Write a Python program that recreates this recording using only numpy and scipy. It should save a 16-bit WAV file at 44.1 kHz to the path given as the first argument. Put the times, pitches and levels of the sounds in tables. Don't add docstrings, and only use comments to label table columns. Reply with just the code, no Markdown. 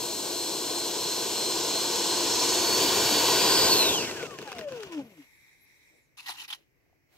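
import sys
import numpy as np
from scipy import signal
from scipy.fft import rfft, irfft
from scipy.io import wavfile
from scipy.ndimage import uniform_filter1d, map_coordinates

SR = 44100
rng = np.random.default_rng(int(sys.argv[2]) if len(sys.argv) > 2 else 0)


def put_to_file(sound):
    columns = np.atleast_2d(sound).T
    safe = np.clip(columns, -1, 1)
    whole_steps = np.round(safe * 32767)
    wavfile.write(sys.argv[1], SR, whole_steps.astype(np.int16))


def volts_from_db(level):
    exponent = np.asarray(level, float) / 20
    return 10 ** exponent


N = 316192

HOP = 128
FRAME_S = np.arange(N // HOP + 2) * HOP / SR
BIN_HZ = np.maximum(np.arange(2 * HOP + 1) * SR / (4 * HOP), 20)[:, None]
FULL_HZ, CUT_S = 4418, 3.7

# (time [s], left port leads [ms], share of direct sound [0-1])
PATH = [(0, 0.022, 0.99), (2.5, 0.0042, 0.96), (3.2, 0.0028, 1), (3.8, 0.051, 0.99), (4.4, 0.11, 0.6),
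        (5.0, 0.17, 0.71), (7.2, 0.18, 0.56)]
# (pitch [Hz], width [Hz], lift [dB])
DUCT = [(364.6, 860, -6), (474, 140, 5.5), (662, 100, 5), (990, 260, 5), (1500, 190, 8), (1843, 95, 4.5),
        (2390, 410, 3), (2920, 260, 3), (3370, 270, 3), (5600, 100, 4), (6590, 120, 4), (7600, 160, 0),
        (2104, 61, -4.5), (800, 44, -3.5), (585, 50, -3), (5860, 200, -2.5), (3800, 250, 0.5)]
# (time [s], hump [dB])
INFLOW = [(0, 3), (1.9, 4), (2.05, 7), (2.35, 8), (2.45, 4.5), (3.25, 5.5), (3.45, 11), (3.7, 14), (3.8, 8),
          (3.95, 4), (4.7, 4)]


def in_time(rows, at_s, silent_db=-120):
    s, *columns = np.transpose(rows)
    return [np.interp(at_s, s, c, silent_db, silent_db) for c in columns]


def at_hz(points, hz):
    return np.interp(np.log(hz), np.log(np.array(points)[:, 0]), np.array(points)[:, 1])


def colour_db(spectrum, modes, hz):
    bells = sum(db / (1 + (2 * (hz - top) / wide) ** 2) for top, wide, db in modes)
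    return at_hz(spectrum, hz) + bells


def band_db(spectrum, modes, low_hz, high_hz):
    hz = np.arange(low_hz, high_hz)
    return 10 * np.log10(np.sum(volts_from_db(2 * colour_db(spectrum, modes, hz))) * 2 / SR)


def drift(rate, count):
    r = np.exp(-2 * np.pi * rate * HOP / SR)
    chance = rng.standard_normal((count, len(FRAME_S) + 600))
    slow = signal.lfilter([1], [1, -2 * r, r * r], chance)[:, 600:]
    return slow / slow.std(axis=1, keepdims=True)


def flicker(shared_db, own_db, rate):
    place = np.log2(BIN_HZ[:, 0] / 20) * 3
    own, below = drift(rate, count=33), place.astype(int)
    share = (place - below)[:, None]
    by_pitch = (1 - share) * own[below] + share * own[below + 1]
    return shared_db * drift(rate, count=1) + own_db * by_pitch


def swells(rows, rise, fall):
    levels = []
    for s, long_s, db in rows:
        before = np.maximum(s - FRAME_S, 0)
        after = np.maximum(FRAME_S - s - long_s, 0)
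        levels.append(db - rise * before - fall * after)
    return np.max(levels, axis=0)


def grit(per_s, spread_db):
    sizes = volts_from_db(spread_db * np.minimum(rng.exponential(1, (2, N)), 4)) * rng.choice([-1, 1], (2, N))
    clicks = sizes * (rng.random((2, N)) < per_s / SR)
    return clicks / clicks.std()


def ring(clicks, hz, t60):
    r, w = volts_from_db(-60 / (t60 * SR)), 2 * np.pi * hz / SR
    return signal.lfilter([0, np.sin(w)], [1, -2 * r * np.cos(w), r * r], clicks)


def two_ports(near, other, spectrum, modes, gain_db, direct=1.0):
    # (pitch [Hz], likeness [0-1])
    likeness = [(30, 0.75), (100, 0.97), (1400, 0.99), (2500, 0.88), (3500, 0.93), (5500, 0.61), (7000, 1),
                (9000, 0.75), (10500, 0.33), (15000, .5)]
    hz = np.maximum(np.fft.rfftfreq(N, 1 / SR), 10)
    tinted = irfft(rfft([near, other]) * volts_from_db(colour_db(spectrum, modes, hz)), N)
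    frames = signal.stft(tinted, nperseg=4 * HOP, noverlap=3 * HOP)[2]
    count = frames.shape[2]
    near, other = frames * volts_from_db(gain_db[:, :count])
    lead_ms, share = [c[:count] for c in in_time(PATH, FRAME_S)]
    alike = np.clip(at_hz(likeness, BIN_HZ) * direct * share ** (BIN_HZ / 2000), 0, 1)
    delayed = near * np.exp(-2j * np.pi * BIN_HZ * lead_ms / 1000)
    right = alike * delayed + np.sqrt(1 - alike ** 2) * other
    return signal.istft(np.array([near, right]), nperseg=4 * HOP, noverlap=3 * HOP)[1][:, :N]


def placed(x, lag=0.88):
    lead_ms = in_time(PATH, np.arange(N) / SR)[0]
    heard_at = np.arange(N) - lag * lead_ms * SR / 1000
    return np.array([x, map_coordinates(x, [heard_at], order=3)])


def speed_at(t):
    # (time [s], blade rate [Hz])
    speed = [(0.0, 4262), (0.1, 4151), (2.36, 4163), (2.5, 4312), (2.73, 4405), (2.8, 4477), (3.68, 4465),
             (3.75, 4365), (3.87, 3825), (3.94, 3346), (4.06, 2238), (4.19, 1574), (4.3, 1204), (4.54, 737),
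             (4.76, 482), (4.98, 296), (5.1, 207), (5.28, 108)]
    s, rate = np.transpose(speed)
    hz = np.exp(np.interp(t, s, np.log(rate)))
    return hz, 20 * np.log10(hz / FULL_HZ)


def near_at(t):
    # (time [s], gain [dB])
    nearness = [(0.0, -9), (0.03, -9), (1.0, -6.5), (1.96, -4.5), (2.15, -3.5), (2.46, -3.5), (3.0, -2.5),
                (3.5, -1.5), (3.7, -1.3), (3.86, 0.5), (4.2, 5), (4.7, 2)]
    return np.interp(t, *np.transpose(nearness))


def shaft_hum():
    t = np.arange(N) / SR
    rate_hz, slow_db = speed_at(t)
    turn = 2 * np.pi * np.cumsum(rate_hz / 12) / SR
    sway_db = 2.5 * np.interp(t, FRAME_S, drift(3.0, count=1)[0])
    level_db = -37.5 + 0.82 * near_at(t) + 40 * slow_db * (t > CUT_S) + sway_db
    return placed(volts_from_db(level_db) * np.sin(turn))


def blade_tones():
    # (level [dB], share of nearness, share of the beat)
    driven_tones = [
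        (-33, 1.1, 1.0),
        (-47, .6, .8),
        (-56, .4, .55),
    ]
    # (level [dB], power of speed, share of own rings, share of blade rate's path)
    coasting_tones = [
        (-34, 1.1, 1.0, 0.0),
        (-98.5, -1.0, 1.4, .5),
        (-49, 1.3, 1.8, .4),
    ]
    # (pitch [Hz], level [dB])
    shell = [(100, -3), (200, -2), (260, 13.5), (450, 16.5), (850, -0.5), (1300, -3), (2200, -2),
             (3400, 8.5), (4100, 9.5), (4400, 4.5)]
    # (pitch [Hz], width [Hz], lift [dB])
    shell_rings = [(290, 50, 15), (470, 60, -3.5), (553, 88, 11), (830, 55, 10.5), (1004, 140, 9.5),
                   (1480, 120, 6), (2800, 180, 3), (4407, 59, 6), (13440, 500, 9.5)]
    # (pitch [Hz], width [Hz], lift [dB])
    shell_dips = [(250, 24, -7), (370, 33, -15), (538, 14, -20), (770, 64, -6), (927, 60, -22),
                  (1000, 80, -18), (1170, 72, 3), (1290, 80, -12), (1850, 300, -8), (2350, 150, -8),
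                  (3450, 120, -6)]
    # (pitch [Hz], width [Hz], lift [dB])
    octave_rings = [(1650, 73, 35), (5700, 900, 42.5)]
    flat = [(20, 0), (SR, 0)]
    fade_s = 0.029

    t = np.arange(N) / SR
    rate_hz, slow_db = speed_at(FRAME_S)
    wobble = drift(11.0, count=4)
    unsteady = np.where(t < CUT_S, .00015, .006) * np.interp(t, FRAME_S, wobble[3])
    turn = 2 * np.pi * np.cumsum(speed_at(t)[0] * (1 + unsteady)) / SR
    steady = np.clip(rate_hz / 4000, .25, 1)
    driven = np.clip((CUT_S + fade_s - FRAME_S) / fade_s, 0, 1)

    echo = np.clip(.24 + .13 * FRAME_S, .1, .9) * np.clip((2.3 - FRAME_S) / 0.25, .25, 1)
    echo = echo * np.exp(2j * np.pi * (FRAME_S - 0.78) / 0.3367)
    beat_db = 20 * np.log10(np.abs(1 + echo))
    smear_db = 2.0 * np.maximum(in_time(INFLOW, FRAME_S)[0] - 5.0, 0)
    gusts = np.clip(drift(40.0, count=1)[0], -2, .8) - .5
    flutter_db = 5.0 * np.clip(rate_hz / 1500 - .45, 0, 1) * gusts
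    path_db = colour_db(shell, shell_rings + shell_dips, rate_hz)
    stop_db = -400 * np.maximum(FRAME_S - 5.215, 0)

    out = 0
    for k in range(3):
        on_db, near, beat = driven_tones[k]
        off_db, power, own, share = coasting_tones[k]
        ring_db = colour_db(flat, shell_rings, (k + 1) * rate_hz)
        smear = .3 if k == 1 else 1
        on = on_db + near * near_at(FRAME_S) + beat * beat_db - smear_db * smear + ring_db
        off = off_db + power * slow_db
        if k == 0:
            off = off + path_db
        else:
            off = off + own * ring_db * (rate_hz < 2000) + share * path_db
        if k == 1:
            off = off + colour_db(flat, octave_rings, 2 * rate_hz)
        if k == 2:
            off = off - 9.0 * (rate_hz > 2000)
        db = driven * on + (1 - driven) * (off + flutter_db)
        db = db + 1.1 * steady * (1 + k) * wobble[k] + stop_db
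        out = out + np.interp(t, FRAME_S, volts_from_db(db + 4.0)) * np.sin((k + 1) * turn)
    return placed(out)


def fan_air():
    # (pitch [Hz], level [dB per Hz])
    fan = [(41, -42.5), (70, -19.5), (228, -12.5), (342, -0.5), (590, -11.5), (1040, -9), (1300, -21.5),
           (1530, -17), (1750, -20), (4050, -11), (5830, -14), (8000, -12.5), (9170, -24.5), (12900, -22),
           (15800, -33)]
    airflow_hz = [500, 1800, 5500, 12000]
    # (level close by [dB], share of nearness, gain when turned [dB], power of speed)
    air_laws = [
        (-27, 1.06, 0.6, 1.9),
        (-37.5, 1.654, 4, 4.86),
        (-24, 1.13, -2, 3),
        (-44, 0.42, 7.5, 3),
    ]
    # (time [s], share turned [0-1])
    turned_path = [(0.0, 0.43), (1.0, 0.36), (2.5, 0.51), (3.05, 0.78), (3.6, .95), (4.3, 0.63)]
    # (start [s], length [s], pitch [Hz], width [Hz], lift [dB])
    band_lifts = [(2.25, .27, 5520, 150, 7), (2.3, .55, 6350, 450, 4), (4.05, 0.2, 1500, 200, 8),
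                  (3.7, .27, 2680, 250, 9), (3.68, 0.14, 2400, 1000, -5.5), (3.92, .1, 6300, 460, 8),
                  (3.96, 0.11, 4700, 350, 10), (4.4, 0.12, 5700, 400, 4), (4.8, 0.15, 5500, 200, 8),
                  (2.6, .9, 7900, 1600, -4), (3.7, .3, 13400, 2000, 6), (2.75, 1.5, 70, 160, 5),
                  (3.95, .15, 5600, 300, 6), (3.6, .35, 520, 200, 3), (2.62, .2, 3300, 1400, -3),
                  (4.0, .3, 13000, 4000, 3), (3.35, .35, 5000, 400, 3)]
    edges = [(60, 1200), (1300, 2400), (4800, 8200), (9500, 15500)]
    rate_hz, slow_db = speed_at(FRAME_S)
    turned = np.interp(FRAME_S, *np.transpose(turned_path))

    gain_db = 0
    for (db, near, turn_db, power), band, one in zip(air_laws, edges, np.eye(4)):
        level_db = db + near * near_at(FRAME_S) + turn_db * turned + power * slow_db
        weight = np.interp(np.log(BIN_HZ), np.log(airflow_hz), one)
        gain_db = gain_db + weight * (level_db - band_db(fan, DUCT, *band))

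    hump_db = np.maximum(in_time(INFLOW, FRAME_S)[0], 0)
    third_share = .45 * np.minimum(rate_hz / FULL_HZ, 1) ** 24
    for order, share, wide in [(1, 0.58, 0.036), (3, third_share, 0.02)]:
        away = np.log(BIN_HZ / (order * 1.016 * rate_hz)) / (wide * (1 + 1.6 * turned))
        gain_db = gain_db + share * hump_db * np.exp(-away ** 2)

    for s, long_s, hz, wide, db in band_lifts:
        present = np.clip(np.minimum(FRAME_S - s, s + long_s - FRAME_S) / .04, 0, 1)
        gain_db = gain_db + db * present / (1 + (2 * (BIN_HZ - hz) / wide) ** 2)

    bumpy = 1 + 1.1 / (1 + (BIN_HZ / 1200) ** 2)
    gain_db = gain_db + bumpy * flicker(0.24, 0.34, 21.0) + flicker(0.2, 0.39, 0.41)
    return two_ports(*rng.standard_normal((2, N)), fan, DUCT, gain_db)


def quiet_field():
    # (pitch [Hz], level [dB per Hz])
    field = [(18, -30), (30, -12), (134, -5.5), (209, -16.5), (318, -10), (483, -16.5), (716, -21),
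             (1380, -27.5), (2100, -16.5), (2520, -20.5), (3360, -37), (5830, -29.5), (9350, -41.5),
             (13500, -34), (15800, -40)]
    # (time [s], half length [s], pitch [Hz], lift [dB])
    stirs = [
        (5.953, 0.05, 450, 11.5),
        (6.593, 0.035, 521, 10.5),
    ]
    gain_db = -70.5 - band_db(field, [], 30, 15800) + flicker(.5, 1.0, 1.9)
    for s, wide_s, hz, db in stirs:
        gain_db = gain_db + db * np.exp(-((FRAME_S - s) / wide_s) ** 2 - np.log2(BIN_HZ / hz) ** 2)
    return two_ports(*rng.standard_normal((2, N)), field, [], gain_db, direct=0.23)


def rolling():
    # (pitch [Hz], level [dB per Hz])
    airframe = [(20, -51), (50, -26.5), (140, -9), (240, -11.5), (420, -11), (1000, -22.5), (1700, -24.5),
                (2050, -25), (2750, -18), (3600, -26), (6100, -26.5), (6700, -29), (9000, -38),
                (15800, -44.5)]
    # (time [s], level [dB])
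    bumps = [(4.022, -43), (4.12, -52), (4.27, -45.5), (4.426, -49), (4.594, -46.5), (4.734, -50),
             (4.87, -54.5), (5.03, -53)]
    # (start [s], length [s], level [dB])
    drags = [(4.0, 0.1, -39.5), (4.1, 0.16, -43.5), (4.3, 0.051, -49), (4.384, 0.063, -49),
             (4.46, .08, -48.5), (4.55, 0.084, -49.5), (4.685, .095, -49.5), (4.805, 0.034, -48),
             (4.86, 0.044, -54.5), (4.922, 0.018, -48.5), (4.97, 0.038, -54), (5.05, 0.19, -66)]
    rumble_db = swells([(s, 0, db) for s, db in bumps], 130, 140)
    rustle_db = swells(drags, 500, 380)
    bright = np.interp(np.log(BIN_HZ), np.log([300, 1500]), [0, 1])
    low_db = rumble_db - band_db(airframe, [], 60, 160)
    high_db = rustle_db - band_db(airframe, [], 2200, 8000)
    gain_db = (1 - bright) * low_db + bright * high_db - 1.5 + flicker(1.9, 1.5, 33.0)
    return two_ports(*grit(10000.0, 1.0), airframe, DUCT[:9], gain_db)


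def knocks():
    # (time [s], peak [dB], ring [Hz], thud [dB])
    hits = [(4.1119, -30, 1730, -3), (4.2279, -33, 2450, 5), (4.234, -36, 1500, 10),
            (4.2663, -36, 1450, -12), (4.309, -39.5, 1190, -14), (4.3876, -31, 1800, -12),
            (4.3933, -39.5, 1020, 5), (4.4163, -37, 1150, -2), (4.4258, -39, 2800, 6),
            (4.476, -37, 1670, -1), (4.518, -31, 1400, -10), (4.528, -35, 1680, -12),
            (4.551, -44, 1500, -10), (4.5845, -32, 2330, -9), (4.5908, -32, 1100, -5),
            (4.6109, -37, 1900, -3), (4.687, -46, 3020, -12), (4.7216, -38, 1740, -3),
            (4.806, -45, 2670, -15), (4.833, -35, 1760, -8), (4.9223, -39, 1000, -13)]
    out, size = np.zeros(N), 2000
    crack_filter = signal.butter(2, [900, 5600], "band", fs=SR)
    for s, db, hz, thud_db in hits:
        luck = rng.standard_normal(size)
        burst = luck * np.exp(-np.arange(size) / (0.0018 * SR))
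        burst *= 8.6 / np.linalg.norm(burst)
        crack = signal.lfilter(*crack_filter, burst)
        shell = 0
        for ratio, lift_db in [(1, -17), (1.55, -22), (2.4, -32)]:
            shell = shell + volts_from_db(lift_db) * ring(burst, hz * ratio, 0.011)
        late_click = np.eye(1, size, 60)[0]
        thud = ring(late_click, 430 * volts_from_db(luck[0]), 0.045)
        out[round(s * SR):][:size] += volts_from_db(db) * (1.5 * crack + shell + volts_from_db(thud_db) * thud)
    no_bass = signal.butter(2, 250, "high", fs=SR, output="sos")
    return placed(signal.sosfilt(no_bass, out), lag=.35)


def whir():
    # (time [s], level [dB])
    fade = [(4.95, -75), (5.122, -65), (5.442, -64.5), (5.588, -67), (5.806, -65), (5.962, -69),
            (6.17, -81.5)]
    # (pitch [Hz], level [dB per Hz])
    whir_air = [(350, -76), (600, -33), (868, -14), (1440, -24.5), (1520, -16), (2140, 1), (2390, -1),
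                (2930, -19.5), (3970, -18), (5820, -23), (6950, -22), (11400, -28), (15800, -30)]
    # (pitch [Hz], width [Hz], lift [dB])
    modes = [(2860, 200, -14.5), (3870, 400, 8.5), (5730, 480, 11.0), (7530, 300, 10), (11500, 1500, 4.5)]
    treble_db = 6.0 * np.clip(5.5 - FRAME_S, 0, 1) * np.log2(np.maximum(BIN_HZ / 5000, 1))
    gain_db = in_time(fade, FRAME_S)[0] + treble_db + 1.3 - band_db(whir_air, [], 1800, 2800)
    gain_db = gain_db + flicker(.8, 1.5, 12.0)
    return two_ports(*rng.standard_normal((2, N)), whir_air, modes, gain_db, direct=0.29)


def squeals():
    # (time [s], pitch [Hz])
    squeal = [(5.0, 10500), (5.12, 10400), (5.2, 9700), (5.27, 10200), (5.38, 9700), (5.45, 10300),
              (5.575, 8850), (5.63, 10400), (5.715, 9150), (5.77, 9550), (5.85, 9200), (5.885, 8600),
              (5.92, 8550), (5.94, 8200), (5.99, 7950), (6.04, 7100), (6.09, 6000)]
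    # (pitch ratio, first level [dB], last level [dB])
    squeal_lines = [(.9, -96, -90), (1.0, -84, -80), (1.07, -80, -99), (1.13, -77, -95), (1.17, -80, -99),
                    (1.22, -80, -97), (1.3, -83, -94), (1.42, -89, -88), (1.57, -92, -86)]
    # (time [s], half length [s], top pitch [Hz], level [dB])
    catches = [(5.632, .026, 11750, -64), (5.976, .016, 9800, -75), (5.38, .04, 10600, -77),
               (5.23, .05, 11500, -75), (5.04, .04, 11300, -76)]
    first = round(4.9 * SR)
    t = np.arange(first, round(6.2 * SR)) / SR
    s, hz = np.transpose(squeal)
    pitch_hz = uniform_filter1d(np.interp(t, s, hz), size=900)
    along = (t - s[0]) / (s[-1] - s[0])
    ends_db = -300 * np.maximum(np.abs(along - .5) - .46, 0)
    out, chance = np.zeros(N), drift(22.0, count=2 * len(squeal_lines))
    for (ratio, first_db, last_db), sway, waver in zip(squeal_lines, chance[::2], chance[1::2]):
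        depth = (.022 - .014 * along) * (.3 if ratio == 1 else 1)
        line_hz = pitch_hz * ratio * (1 + depth * np.interp(t, FRAME_S, sway))
        db = first_db + (last_db - first_db) * along + ends_db
        db = db + 4.6 * np.interp(t, FRAME_S, np.minimum(waver, .9))
        out[first:][:len(t)] += volts_from_db(db) * np.sin(2 * np.pi * np.cumsum(line_hz) / SR)
    for s, half_s, top_hz, db in catches:
        arch = np.abs(np.clip((t - s) / half_s, -1, 1)) ** 3
        turn = 2 * np.pi * np.cumsum(top_hz * (1 - .11 * arch)) / SR
        out[first:][:len(t)] += volts_from_db(db - 7.7 * arch) * (arch < 1) * np.sin(turn)
    return out


def servo():
    # (start [s], length [s], gear level [dB], singing pitch [Hz], singing lift [dB])
    strokes = [(6.169, .03, -51, 3200, 4), (6.197, 0.0093, -49, 2700, 13), (6.208, 0.046, -56.5, 2610, 5),
               (6.256, 0.023, -45, 2750, 1), (6.279, 0.016, -39, 1930, 7.5), (6.294, .016, -39, 780, 16),
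               (6.312, .012, -43.5, 5500, 4), (6.327, 0.034, -51.5, 840, 8), (6.366, 0.027, -51, 2800, 8),
               (6.392, 0.016, -46, 3050, 11), (6.41, 0.018, -46, 3000, 12), (6.431, .022, -49, 2500, 7),
               (6.477, 0.016, -47.5, 2700, 8), (6.499, 0.014, -42, 3140, 12), (6.512, .01, -46.5, 3500, 8),
               (6.523, 0.014, -41.5, 3270, 20), (6.54, 0.0095, -47, 3030, 7)]
    # (pitch [Hz], level [dB per Hz])
    gears = [(150, -54.5), (250, -39), (297, -17), (575, -35), (813, -11.5), (1630, -11), (1870, -11.5),
             (3090, -5), (6000, -12.5), (8900, -22.5), (10000, -18), (11200, -17), (15800, -28)]
    # (pitch [Hz], width [Hz], lift [dB])
    servo_case = [(810, 58, 3.5), (1010, 87, 6), (1910, 59, 12.5), (2700, 120, 4), (3314, 190, -6.5),
                  (4050, 170, 5), (10700, 190, 7)]
    t, effort = np.arange(N) / SR, np.zeros(N)
    gain_db = flicker(.6, 2.6, 49.0)
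    sing_db = 0 * gain_db
    for s, long_s, db, hz, lift_db in strokes:
        shape = np.clip((t - s) / 0.007, 0, 1) * np.exp(-np.maximum(t - s - long_s, 0) / 0.0057)
        echo = volts_from_db(-16.5) * (t > s) * np.exp(-np.abs(t - s - long_s) / 0.04)
        effort = np.maximum(effort, volts_from_db(db) * (shape + echo))
        sing_db[:, FRAME_S >= s - .004] = lift_db / (1 + (2 * (BIN_HZ - hz) / (150 + .12 * hz)) ** 2)
    gain_db = gain_db + sing_db + 0.5 - band_db(gears, servo_case, 700, 5000)
    return effort * two_ports(*grit(9000.0, 2.1), gears, servo_case, gain_db, direct=0.97)


def ticks():
    # (time [s], peak [dB], pitch [Hz])
    settling = [
        (6.864, -64.5, 680),
        (6.898, -64, 692),
        (6.929, -57.5, 742),
        (6.956, -69, 620),
    ]
    out = np.zeros(N)
    for s, db, hz in settling:
        out[round(s * SR):][:800] += volts_from_db(db) * ring(np.eye(1, 800)[0], hz, .02)
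    return out


def last_hiss():
    # (pitch [Hz], level [dB per Hz])
    last_air = [(120, -50.5), (200, -20), (732, -9), (1120, -20), (1240, -16), (2940, -17), (3530, -21),
                (4240, -17), (4990, -23), (15800, -30)]
    # (time [s], level [dB])
    last_fade = [(7.02, -102), (7.08, -88), (7.13, -70), (7.17, -67.5)]
    held = last_fade + [(7.2, last_fade[-1][1])]
    gain_db = in_time(held, FRAME_S)[0] + 2.5 - band_db(last_air, [], 300, 15500)
    gain_db = gain_db + 6.0 * np.exp(-((BIN_HZ - 13000) / 2000) ** 2)
    return two_ports(*rng.standard_normal((2, N)), last_air, [], gain_db, direct=.5)


def scene():
    # (time [s], left over right [dB])
    balance = [(0, 1.9), (1.2, 1.2), (2.2, 1), (2.8, 0.4), (3.7, .7), (4.2, 0.6), (4.8, 1.2), (5.501, 0.7),
               (6.2, -0.2), (6.7, -0.5), (7.17, -2.5)]
    side_db = np.interp(np.arange(N) / SR, *np.transpose(balance)) / 2
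    plane = shaft_hum() + blade_tones() + fan_air() + rolling() + knocks()
    plane = plane + whir() + squeals() + servo() + ticks()
    return volts_from_db([side_db, -side_db]) * (plane + quiet_field() + last_hiss())


def low_pass(x):
    return signal.sosfilt(signal.butter(12, 16330, fs=SR, output="sos"), x)


def record(dry):
    # (pitch [Hz], left over right [dB])
    ports = [(40, 2.5), (99, 1), (160, 2.5), (270, 1.5), (450, 3.5), (740, 3.5), (1220, 4), (2010, -1.5),
             (3330, 0), (5500, -2.5), (9080, 0.5), (15000, 29.5)]
    # (pitch [Hz], left leads [rad])
    port_phase = [(1800, -0.11), (2580, -0.66), (3620, 1.02), (4220, 0.21), (5860, 0.36), (6200, 0.51),
                  (8350, -0.057), (10100, 0.84), (11400, 0.83)]
    hz = np.maximum(np.fft.rfftfreq(N, 1 / SR), 10)
    tilt_db, passed = at_hz(ports, hz) / 2, hz < 15750
    mean = (volts_from_db(tilt_db) + volts_from_db(-tilt_db)) / 2
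    turn = np.exp(.5j * at_hz(port_phase, hz) * np.array([[1], [-1]]))
    mix = irfft(rfft(dry) * volts_from_db([tilt_db, -tilt_db]) * turn / mean * passed, N)
    return low_pass(mix)


dry = scene()
out = record(dry)
put_to_file(out)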